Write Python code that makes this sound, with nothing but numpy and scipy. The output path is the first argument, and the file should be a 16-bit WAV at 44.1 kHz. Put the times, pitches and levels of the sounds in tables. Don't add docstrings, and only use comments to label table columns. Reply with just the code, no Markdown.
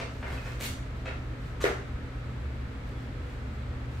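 import sys
import numpy as np
from scipy import signal
from scipy.fft import rfft, irfft
from scipy.io import wavfile

SR = 44100
rng = np.random.default_rng(int(sys.argv[2]) if len(sys.argv) > 2 else 0)


def store_pcm(level_fs):
    pcm = np.round(np.clip(level_fs, -1, 1) * 32767).astype(np.int16)
    wavfile.write(sys.argv[1], SR, np.atleast_2d(pcm).T)


N = 176400
T = np.arange(N) / SR

# frequency_hz, correlation
STEREO_LIKENESS = [(60, 0.99), (130, 0.95), (290, 0.8), (600, 0.47), (1100, 0), (3000, 0.018), (15000, 0)]
# frequency_hz, t60_s
ROOM_DECAY = [(100, 0.17), (400, 0.38), (1000, 0.53), (2500, 0.4), (6000, 0.49), (14000, 0.27)]
# pitch_hz, level_db, t60_s
ROOM_MODES = [(398, -29.5, 0.3), (473, -27, 0.33), (594, -30, 0.35), (678, -34, 0.31), (774, -45, 0.35),
              (804, -45, 0.33), (1151, -37, 0.25), (1281, -39, 0.31)]
ROOM_GAP_S, ROOM_BUILD_S = 0.0069, 0.0017

# frequency_hz, relative_db
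AIR_COLOUR = [(100, -11.5), (160, -5.5), (190, -9.5), (240, -5), (290, -6.5), (350, -10.5), (555, -12.5),
              (740, -17.5), (950, -17.5), (1350, -16), (2160, -20), (2930, -26.5), (4100, -30),
              (5200, -36.5), (6900, -40.5), (7350, -38.5), (8400, -42.5), (9950, -50), (10750, -44.5),
              (11500, -49.5), (13000, -50.5), (15500, -53)]
# frequency_hz, relative_db
RUMBLE_COLOUR = [(15, -29), (25, -10), (36, -1), (50, 8.5), (67, 4.5), (80, 6), (92, -1.5), (110, -2),
                 (140, -2), (175, -12.5), (260, -70), (1000, -100)]
# pitch_hz, level_db, waver_share
MOTOR_TONES = [(119.63, -42.5, 0.26), (68.33, -42, 0.75), (221.2, -55.5, 1), (261.5, -54, 0.79),
               (487.6, -61.5, 0.98), (1295, -64.5, 0.89)]

# start_s, level_db
BAR_TOUCHES = [(2.92, -66), (3.52, -69)]
# start_s, length_s, level_db
RUSTLES = [(0.027, 0.35, -63), (0.245, 0.16, -56.5), (0.336, 0.28, -56.5), (0.944, 0.044, -63),
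           (1.364, 0.17, -64.5), (2.837, 0.077, -63.5), (2.94, 0.13, -64.5), (3.208, .17, -65.5),
           (3.477, 0.12, -69), (3.904, 0.089, -62)]
# frequency_hz, relative_db
CLOTH_COLOUR = [(300, -17), (1500, 6.5), (4000, -2.5), (8000, -9.5), (11000, -16.5), (15000, -17)]

# start_s, length_s, level_db, pitch_hz
SQUEAKS = [(0.252, 0.035, -45.5, 2120), (0.373, 0.017, -43.5, 2570), (0.406, 0.06, -53, 2560),
           (0.49, 0.052, -55, 2570), (0.604, 0.028, -44, 2260), (1.065, 0.022, -42, 2550)]
# start_s, level_db
THUDS = [(0.305, -27), (0.699, -24.5), (1.121, -34), (1.609, -27), (1.952, -33)]
# start_s, length_s, level_db, swell_db, cutoff_hz
SCUFFS = [(0.001, 0.0275, -50, -4, 4140), (0.594, 0.074, -50, 10.5, 14000),
          (1.603, 0.034, -49.5, 8.5, 9100)]
# frequency_hz, relative_db
SCUFF_COLOUR = [(200, -21), (500, 0), (1000, -6), (2200, 3), (2700, -2.5), (3300, 0), (4400, -2),
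                (5200, -9), (6300, -4.5), (7800, -4.5), (9500, -10), (15000, -9.5)]
# start_s, level_db, fall_s, cutoff_hz, tap_over_puff_db, rise_s
PADS = [(0.001, -33, 0.01, 3950, 15, 0.0013), (0.228, -31.5, 0.0061, 1950, 12, 0.00085),
        (0.264, -40, 0.013, 2400, 9, .003), (0.304, -38.5, 0.0044, 1490, 14, 0.00086),
        (0.32, -36.5, 0.0033, 1800, 18, 0.0009), (0.368, -44.5, 0.017, 2240, 12, .003),
        (0.455, -43.5, 0.031, 2620, 12, 0.0022), (1.053, -34, 0.018, 3120, -5, 0.0051),
        (1.088, -40, 0.0041, 2000, 22, 0.0012), (1.607, -35.5, 0.02, 1670, 14, 0.0012)]
# frequency_hz, relative_db
PAD_COLOUR = [(100, -27), (350, 1.5), (600, 2.5), (850, -1.5), (1400, 0.5), (2200, 1), (4000, -7.5),
              (8000, -10), (15000, -15)]

# pitch_hz, level_db, t60_s
AIR_POCKET_MODES = [(412, -14, 0.04), (481, -9, 0.02), (610, -41, 0.0085)]
# frequency_hz, relative_db
CLAP_COLOUR = [(300, -14), (620, 7), (820, 5.5), (960, -2), (1300, 1.5), (1800, 3.5), (2200, 0.5),
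               (2700, -8), (4200, -15), (5500, -22), (8000, -27), (15000, -31)]
# frequency_hz, relative_db
CRACK_COLOUR = [(400, -10), (800, -5), (1200, 7), (2500, -3), (4500, -14), (8000, -23), (15000, -40)]
LANDING_S = 1.6405


def from_db(db):
    return 10 ** (np.asarray(db) / 20)


def unit_rms(x):
    return x / np.sqrt(np.mean(x ** 2) + 1e-20)


def at_hz(table, hz):
    frequencies, values = np.transpose(table)
    return np.interp(np.log(np.maximum(hz, 1)), np.log(frequencies), values)


def butter(x, hz, kind, order=2):
    sections = signal.butter(order, min(hz, .47 * SR), kind, fs=SR, output="sos")
    return signal.sosfilt(sections, x + 1e-18)


def noise(colour):
    hz = np.arange(N // 2 + 1) * SR / N
    return unit_rms(irfft(rfft(rng.standard_normal(N)) * from_db(at_hz(colour, hz)), N))


def drift(rate_hz):
    hz = np.arange(N // 2 + 1) * SR / N
    return unit_rms(irfft(rfft(rng.standard_normal(N)) / (1 + (hz / rate_hz) ** 2), N))


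def grainy_noise(colour, rough_db, rate_hz):
    return unit_rms(noise(colour) * from_db(rough_db * drift(rate_hz)))


def pulse(start, colour):
    cepstrum = irfft(np.log(from_db(at_hz(colour, np.arange(SR // 2 + 1)))), SR)
    causal_fold = np.r_[1, np.full(SR // 2 - 1, 2), np.zeros(SR - SR // 2)]
    click = irfft(np.exp(rfft(cepstrum * causal_fold)), SR)
    return np.r_[np.zeros(int(start * SR)), click / np.abs(click).max(), np.zeros(N)][:N]


def ring(start, hz, t60_s):
    age = np.maximum(T - start, 0)
    return np.sin(2 * np.pi * hz * age) * np.exp(-np.minimum(np.log(1000) * age / t60_s, 40))


def ramp(start, rise_s):
    return np.clip((T - start) / rise_s, 0, 1)


def burst(start, rise_s, fall_s):
    return ramp(start, rise_s) * np.exp(-np.clip((T - start) / fall_s, 0, 40))


def arch(start, length):
    return np.sin(np.pi * np.clip((T - start) / length, 0, 1))


def diffuse(mid, side):
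    n = len(mid)
    alike = at_hz(STEREO_LIKENESS, np.arange(n // 2 + 1) * SR / n)
    return irfft(np.sqrt(1 + alike) * rfft(mid) + np.sqrt(1 - alike) * rfft(side) * [[1], [-1]], n)


def room_response():
    t, hz = T[:SR], np.arange(SR // 2 + 1)
    field = rfft(diffuse(*rng.standard_normal((2, SR))))
    build = np.clip((t - ROOM_GAP_S) / ROOM_BUILD_S, 0, 1)
    edges, out = np.r_[0, np.geomspace(100, SR / 2, 24)], 0
    for low, high in zip(edges, edges[1:]):
        decay = from_db(-60 * t / at_hz(ROOM_DECAY, (low + high) / 2))
        band = irfft(field * ((hz >= low) & (hz < high)), SR) * build * decay
        energy_share = (high - low) / (SR / 2)
        out = out + band * np.sqrt(energy_share / np.sum(band ** 2, axis=1, keepdims=True))
    return out


def reflections(x, room):
    return signal.fftconvolve(x[None], room, axes=1)[:, :N]


def in_room(x, room, walls_db):
    return x + from_db(walls_db) * reflections(x, room)


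def from_right(x, lag_s=0.00021):
    return np.array([np.interp(T - lag_s, T, x), x])


def ventilation(hiss_db=-44.5, rumble_db=-40, waver_hz=6.1):
    hiss = from_db(hiss_db) * unit_rms(diffuse(noise(AIR_COLOUR), noise(AIR_COLOUR)))
    rumble = from_db(rumble_db) * unit_rms(diffuse(noise(RUMBLE_COLOUR), noise(RUMBLE_COLOUR)))
    hum = 0
    for hz, db, waver in MOTOR_TONES:
        swing = 1 - waver + waver * (drift(waver_hz) + 1j * drift(waver_hz)) / 2
        tone = np.exp(2j * np.pi * (hz * T + rng.random()))
        hum = hum + from_db(db) * unit_rms(np.real(swing * tone))
    return hiss + rumble + hum


def barbell():
    return sum(from_db(db) * ring(start, hz=3380, t60_s=2.7) * ramp(start, rise_s=.05)
               for start, db in BAR_TOUCHES)


def cloth():
    grain = grainy_noise(CLOTH_COLOUR, rough_db=3, rate_hz=60)
    return grain * sum(from_db(db) * arch(start, length) for start, length, db in RUSTLES)


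def squeaks(pitch_waver=0.021):
    wavering_time = np.cumsum(1 + pitch_waver * drift(rate_hz=119)) / SR
    return sum(from_db(db) * arch(start, length) * np.sin(2 * np.pi * hz * wavering_time)
               for start, length, db, hz in SQUEAKS)


def thuds():
    return sum(from_db(db) * ring(start, hz=80, t60_s=0.097) for start, db in THUDS)


def scuffs(edge_s=0.0018):
    grain, out = grainy_noise(SCUFF_COLOUR, rough_db=3.5, rate_hz=400), 0
    for start, length, db, swell_db, cutoff_hz in SCUFFS:
        contact = np.clip(np.minimum(T - start, start + length - T) / edge_s, 0, 1)
        level = from_db(db + swell_db * arch(start, length))
        out = out + butter(grain * contact * level, cutoff_hz, "low")
    return out


def pads():
    grain, out = grainy_noise(PAD_COLOUR, rough_db=1, rate_hz=200), 0
    for start, db, fall_s, cutoff_hz, tap_db, rise_s in PADS:
        tap = from_db(tap_db) * pulse(start, PAD_COLOUR)
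        puff = grain * burst(start, rise_s, fall_s)
        out = out + from_db(db) * butter(tap + puff, cutoff_hz, "low")
    return out


def standing_waves(build_s=0.035, spread_rad=0.64):
    age, out = np.maximum(T - LANDING_S - ROOM_GAP_S, 0), 0
    for hz, db, t60_s in ROOM_MODES:
        phase = 2 * np.pi * rng.random() + spread_rad * rng.choice([-1, 1]) * np.array([[1], [-1]])
        out = out + from_db(db - 60 * age / t60_s) * np.sin(2 * np.pi * hz * age + phase)
    return out * np.minimum(age / build_s, 1)


def air_pop():
    modes = sum(from_db(db) * ring(LANDING_S, hz, t60_s) for hz, db, t60_s in AIR_POCKET_MODES)
    return butter(modes * ramp(LANDING_S, rise_s=0.0014), hz=290, kind="high")


def sole_clap(peak_db=-16.5):
    return from_db(peak_db) * pulse(LANDING_S, CLAP_COLOUR)


def edge_crack(peak_db=-15.5):
    snap = noise(CRACK_COLOUR) * burst(LANDING_S, rise_s=.0004, fall_s=.003)
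    return from_db(peak_db) * snap / np.abs(snap).max()


def flat_landing(room, pop_walls_db=-2, clap_walls_db=12.5):
    pop, clap = air_pop(), sole_clap()
    direct = from_right(pop + clap + edge_crack())
    walls = reflections(from_db(pop_walls_db) * pop + from_db(clap_walls_db) * clap, room)
    return direct + walls + standing_waves()


def scene():
    room = room_response()
    steps = in_room(pads(), room, walls_db=6.5) + in_room(scuffs(), room, walls_db=7) + thuds()
    faint = in_room(squeaks(), room, walls_db=0) + in_room(cloth(), room, walls_db=4.5) + barbell()
    return flat_landing(room) + steps + faint + ventilation()


def record(dry):
    return signal.sosfilt(signal.ellip(12, .1, 90, 15600, fs=SR, output="sos"), dry)


dry = scene()
out = record(dry)
store_pcm(out)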